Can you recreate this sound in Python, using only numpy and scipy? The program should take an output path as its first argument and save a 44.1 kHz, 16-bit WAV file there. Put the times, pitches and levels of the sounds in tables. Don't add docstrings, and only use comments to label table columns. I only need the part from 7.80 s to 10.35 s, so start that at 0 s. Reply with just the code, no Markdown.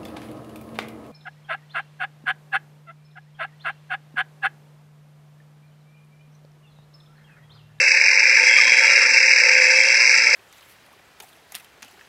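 import sys
import numpy as np
from scipy import signal
from scipy.fft import rfft, irfft
from scipy.io import wavfile
from scipy.ndimage import uniform_filter1d, minimum_filter1d

SR = 44100
rng = np.random.default_rng(int(sys.argv[2]) if len(sys.argv) > 2 else 0)


def output_pcm(signal):
    pcm = np.clip(np.atleast_2d(signal).T, -1, 1) * 32767
    wavfile.write(sys.argv[1], SR, np.round(pcm).astype(np.int16))


N = 112454

FLUTTER_HZ = 147


def rattle(phase):
    # (time [s], level [dB], level of the treble against it [dB])
    rattle_course = [(0.02, -16, 0), (1.21, -13, -1.5), (1.36, -17, 3.5), (1.38, -13.5, 0), (1.62, -14, 1),
                     (1.7, -13.5, -0.5), (2.07, -16.5, 3), (2.41, -14, 1.5), (2.42, -17, 2.5),
                     (2.53, -14.5, 1.5)]
    # (time [s], share [0-1], level of the top range against the middle one [dB])
    pulsing = [(0, 0.3, 3), (.15, 0.1, -1), (.4, 0.7, -4), (.65, 1, 2), (.9, 1, 1), (1.1, 0.8, 1.5),
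               (1.4, 0.7, -1.5), (1.6, 0.9, -2), (1.9, 1, 0.5), (2.15, 1.0, -0.5), (2.4, 0.6, -1.5),
               (2.55, 0.7, -1.5)]
    borders_hz = [3500, 6700]
    pulse_db, surge_db, surge_hz, flutter_db = 5, 3, 50, 1.5

    grip, top_db = in_time(pulsing)
    force_db = pulse_db * grip * mains_pulse()
    force_db += surge_db * swing(surge_hz)
    force_db += flutter_db * swing(FLUTTER_HZ)

    hits, hush, lift = knocks()
    level_db, treble_db = in_time(rattle_course)
    ranges = []
    for hz, kind in [(borders_hz[0], "low"), (borders_hz, "band"), (borders_hz[1], "high")]:
        sos = signal.butter(6, hz, kind, fs=SR, output="sos")
        ranges.append(signal.sosfilt(sos, chatter(force_db, phase)))
    low, mid, top = ranges
    treble = amp(treble_db) * lift * (mid + amp(top_db) * top)
    return amp(level_db) * (low * hush + treble) + hits


def knocks():
    # (onset time [s], height of the bell around the sine [dB])
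    knock_list = [(0.1181, -1), (0.2129, -1), (0.2718, -4), (0.2823, -1), (0.3032, -4), (0.3316, -2),
                  (0.3551, -3), (0.3745, -1), (0.4304, -4), (0.4549, -3), (0.4958, -4), (0.5551, -2),
                  (0.5975, -1), (0.6689, -2), (0.7647, -1), (0.7856, -2), (0.8016, -1), (0.836, -3),
                  (0.9198, -2), (0.9702, -2), (0.9936, -3), (1.0365, -1), (1.0789, -1), (1.1009, -2),
                  (1.1223, -4), (1.296, -5), (1.3708, -3), (1.3783, -2), (1.4815, -2), (1.5349, -2),
                  (1.6362, -3), (1.695, -3), (1.7524, -1), (1.7998, -3), (1.8956, -5), (1.9619, -2),
                  (1.9864, -1), (2.0038, -4), (2.0123, -2), (2.1026, -5), (2.2538, -3), (2.2757, -3),
                  (2.2937, -4), (2.3146, -5), (2.3625, -3), (2.3845, -4), (2.4698, -1), (2.5292, -4)]
    peak_delay_s, bell_s, ring_hz = 0.001505, 0.001195, 2254
    hush_share, hush_s, treble_lift = 0.26, 0.011, 0.4

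    t = np.arange(N) / SR
    hits, hush, lift = np.zeros(N), np.ones(N), np.ones(N)
    for s, db in knock_list:
        late = t - s - peak_delay_s
        bell = amp(db) * np.exp(-(late / bell_s) ** 2)
        hits += bell * np.sin(2 * np.pi * ring_hz * late)
        lift += treble_lift * bell
        hush *= 1 - hush_share * np.exp(-((late + bell_s) / hush_s) ** 2)
    return hits, hush, lift


def chatter(force_db, phase):
    # (frequency [Hz], level [dB])
    casing = [(710, -57.5), (1200, -30.5), (1280, -39.5), (1520, -12), (1700, -5.5), (1930, -9.5),
              (2130, 1), (2250, -1), (2430, -2.5), (2680, -6), (2800, -15), (2990, -37), (3080, -55.5),
              (3220, -67), (3500, -35), (3700, -37), (3920, -22), (4250, -29.5), (4550, -17.5), (5200, -9),
              (5400, -13), (5580, -17), (5950, -14.5), (6200, -22), (6530, -31.5), (7200, -30), (7600, -22),
              (8100, -36), (8800, -51.5), (9200, -39.5), (9800, -38), (10200, -46.5), (11400, -59.5),
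              (11900, -63), (16000, -82.5)]
    ticks_per_s, tick_spread_db, ticks_db, tick_chop = 8000, 2.4, -1.5, 0.35
    hiss_db, hiss_chop, hiss_follows = -4.5, 0.39, 0.41
    own_db, ceiling_db = 3.5, 7

    size_db = tick_spread_db * np.minimum(rng.exponential(1, N), 4)
    sizes = amp(size_db) * rng.choice([-1, 1], N)
    force_db = force_db + own_db * swing(FLUTTER_HZ)
    force_db = np.where(force_db > 0, ceiling_db * np.tanh(force_db / ceiling_db), force_db)
    force = amp(force_db) * (1 + tick_chop * np.cos(phase))
    happens = rng.random(N) < ticks_per_s / SR
    ticks = amp(ticks_db) * rms_one(force * sizes * happens)
    air = rms_one(amp(hiss_follows * force_db) * rng.standard_normal(N))
    hiss = amp(hiss_db) * air * (1 + hiss_chop * np.cos(phase))
    return body(ticks + hiss, casing)


def mains_pulse():
    pulse_hz, start_rad = 120.05, -2.56
    return np.cos(2 * np.pi * pulse_hz * np.arange(N) / SR + start_rad)


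def swing(rate_hz):
    steady_hz = 19
    sos = signal.butter(1, steady_hz, "high", fs=SR, output="sos")
    return rms_one(signal.sosfilt(sos, drift(rate_hz)))


def turns():
    # (time [s], pitch [Hz])
    pitch_course = [(0, 532), (.1, 519), (.2, 499), (.3, 481), (.42, 472), (.55, 482), (.7, 515), (.8, 541),
                    (.9, 556), (1.0, 562), (1.12, 557), (1.25, 546), (1.4, 530), (1.55, 516), (1.7, 512.5),
                    (1.85, 514), (2.0, 526), (2.15, 538), (2.3, 540), (2.55, 540)]
    jitter_hz = 0.8
    pitch_hz = in_time(pitch_course)[0] + jitter_hz * drift(10)
    return 2 * np.pi * np.cumsum(pitch_hz) / SR


def whine(phase):
    # (time [s], 1st [dB], 5th [dB], 7th multiple [dB], 6th before the small mode [dB])
    whine_levels = [(0, -40, -20.5, -55, -70), (.3, -68.5, -26.5, -75, -66), (.6, -41.5, -25, -78, -55),
                    (.85, -49, -45, -41, -51), (1.05, -48.5, -34.5, -40, -44), (1.3, -45, -35.5, -50, -52),
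                    (1.4, -45, -23, -58, -56), (1.55, -39, -33, -64, -69), (1.7, -29.5, -21, -55, -45),
                    (1.85, -33, -24, -69, -46), (2.1, -37, -29.5, -49, -40), (2.2, -46.5, -30, -61, -58),
                    (2.55, -52, -34.5, -63.5, -43)]
    multiples = [1, 5, 7]
    # (time [s], level [dB])
    mode_noise = [(0, -77), (.38, -80), (.45, -52.5), (.62, -48), (.72, -31), (.83, -30.5), (1.0, -36.5),
                  (1.35, -64), (1.5, -69), (1.7, -48.5), (2.1, -42), (2.3, -66), (2.55, -63)]
    mode_hz, mode_width_hz, sideband_db = 3272, 156, -5
    waver_db, top_db, top_waver_db = 3.0, -83, 5

    *levels, sixth_db = in_time(whine_levels)
    out = np.zeros(N)
    for k, db in zip(multiples, levels):
        out += np.sqrt(2) * amp(db + waver_db * drift(10)) * np.sin(k * phase)
    sixth = amp(sixth_db + waver_db * drift(10)) * np.sin(6 * phase)
    sixth *= 1 + 2 * amp(sideband_db) * mains_pulse()
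    out += amp(top_db + top_waver_db * drift(8)) * np.sin(24 * phase)
    rough = rms_one(resonate(rng.standard_normal(N), mode_hz, mode_width_hz))
    rough *= amp(in_time(mode_noise)[0])
    return out + resonate(sixth, mode_hz, 2 * mode_width_hz) + rough


def hum():
    # (frequency [Hz], level [dB])
    hum_colour = [(24, -53.5), (45, -55.5), (60, -43), (72, -47), (150, -38.5), (265, -33.5), (356, -29),
                  (407, -21), (505, -2.5), (573, -5.5), (665, -23), (738, -19), (819, -20), (890, -7),
                  (965, -17.5), (1035, -22.5), (1100, -43.5), (1180, -10.5), (1270, -30), (1400, -15.5),
                  (1820, -10.5), (3000, -102.5)]
    # (time [s], change of the hum [dB], lowest resonance [dB], highest resonance [dB])
    hum_course = [(0.03, 2, -60, -45), (0.06, -2.5, -67.5, -61), (0.6, -2, -61, -40.5),
                  (0.92, -0.5, -49, -56), (1.12, 2.5, -70, -29), (1.27, 1.5, -51.5, -38.5),
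                  (1.47, -5, -59, -56.5), (1.68, 3.5, -59.5, -31.5), (1.75, 1, -56.5, -59),
                  (2.32, -0.5, -61.5, -39.5), (2.38, -4.5, -48.5, -34.5), (2.52, 4, -58, -43)]
    # (frequency [Hz], width of each filter pass [Hz], level [dB])
    steady_flares = [(896, 20.2, -42), (1029, 75, -49), (1235, 29, -64.5)]
    # (time of the middle [s], pitch [Hz], level [dB], length between the 1/e points [s])
    ring_list = [(0.79, 1210, -26, 0.017), (0.878, 1035, -31, 0.022), (0.96, 735, -47.5, 0.27),
                 (1.236, 1183, -38, .05), (2.24, 1032, -38, 0.047)]
    hum_db, flare_db, flare_hz = -36, 3.5, 24
    low_hz, high_hz, width_hz = 263, 1359, 49
    air_db, air_hz = -69.5, 11000

    t = np.arange(N) / SR
    change_db, low_db, high_db = in_time(hum_course)
    out = amp(hum_db + change_db) * body(rng.standard_normal(N), hum_colour)
    moving_flares = [(low_hz, width_hz, low_db), (high_hz, width_hz, high_db)]
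    for hz, width, db in list(steady_flares) + moving_flares:
        narrow = resonate(rng.standard_normal(N), hz, width)
        out += amp(db) * rms_one(narrow * amp(flare_db * drift(flare_hz)))
    for s, hz, db, length in ring_list:
        bell = np.exp(-(2 * (t - s) / length) ** 2)
        out += np.sqrt(2) * amp(db) * bell * np.sin(2 * np.pi * hz * t)
    sos = signal.butter(4, air_hz, "high", fs=SR, output="sos")
    return out + amp(air_db) * signal.sosfilt(sos, rng.standard_normal(N))


def room(x):
    room_db, fall_60_db_s = -10, 0.17
    t = np.arange(SR // 2) / SR
    tail = rng.standard_normal(len(t)) * amp(-60 * t / fall_60_db_s) * (t > .004)
    return amp(room_db) * signal.fftconvolve(x, tail / np.sqrt(np.sum(tail ** 2)))[:N]


def amp(db):
    return 10 ** (np.asarray(db) / 20)


def rms_one(x):
    return x / np.sqrt(np.mean(x ** 2) + 1e-20)


def in_time(rows):
    s, *columns = np.transpose(rows)
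    return [np.interp(np.arange(N) / SR, s, c) for c in columns]


def drift(rate_hz):
    r = np.exp(-2 * np.pi * rate_hz / SR)
    noise = rng.standard_normal(N + SR)
    return rms_one(signal.lfilter([1], [1, -2 * r, r * r], noise)[SR:])


def resonate(x, hz, width_hz):
    r = np.exp(-np.pi * width_hz / SR)
    b = [(1 - r * r) / 2, 0, (r * r - 1) / 2]
    a = [1, -2 * r * np.cos(2 * np.pi * hz / SR), r * r]
    for _ in range(2):
        x = signal.lfilter(b, a, x)
    return x


def body(x, spectrum):
    size = 8192
    hz, db = np.transpose(spectrum)
    grid = np.maximum(np.arange(size // 2 + 1) * SR / size, 1)
    log_gain = np.interp(np.log(grid), np.log(hz), db) * np.log(10) / 20
    cepstrum = irfft(log_gain)
    cepstrum[1:size // 2] *= 2
    cepstrum[size // 2 + 1:] = 0
    answer = irfft(np.exp(rfft(cepstrum)))
    return signal.fftconvolve(x, rms_one(answer) / np.sqrt(size))[:N]


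def scene():
    phase = turns()
    gears = rattle(phase)
    return (gears + room(gears) + whine(phase) + hum())[None]


def record(dry):
    limit, limit_s, cutoff_hz = 0.95, 0.004, 15100
    size = int(limit_s * SR)
    gain = np.minimum(1, limit / (np.abs(dry) + 1e-9))
    gain = minimum_filter1d(gain, size=size)
    for _ in range(2):
        gain = uniform_filter1d(gain, size=size // 2)
    sos = signal.cheby2(24, 50, cutoff_hz, fs=SR, output="sos")
    return signal.sosfilt(sos, dry * gain)


dry = scene()
out = record(dry)
output_pcm(out)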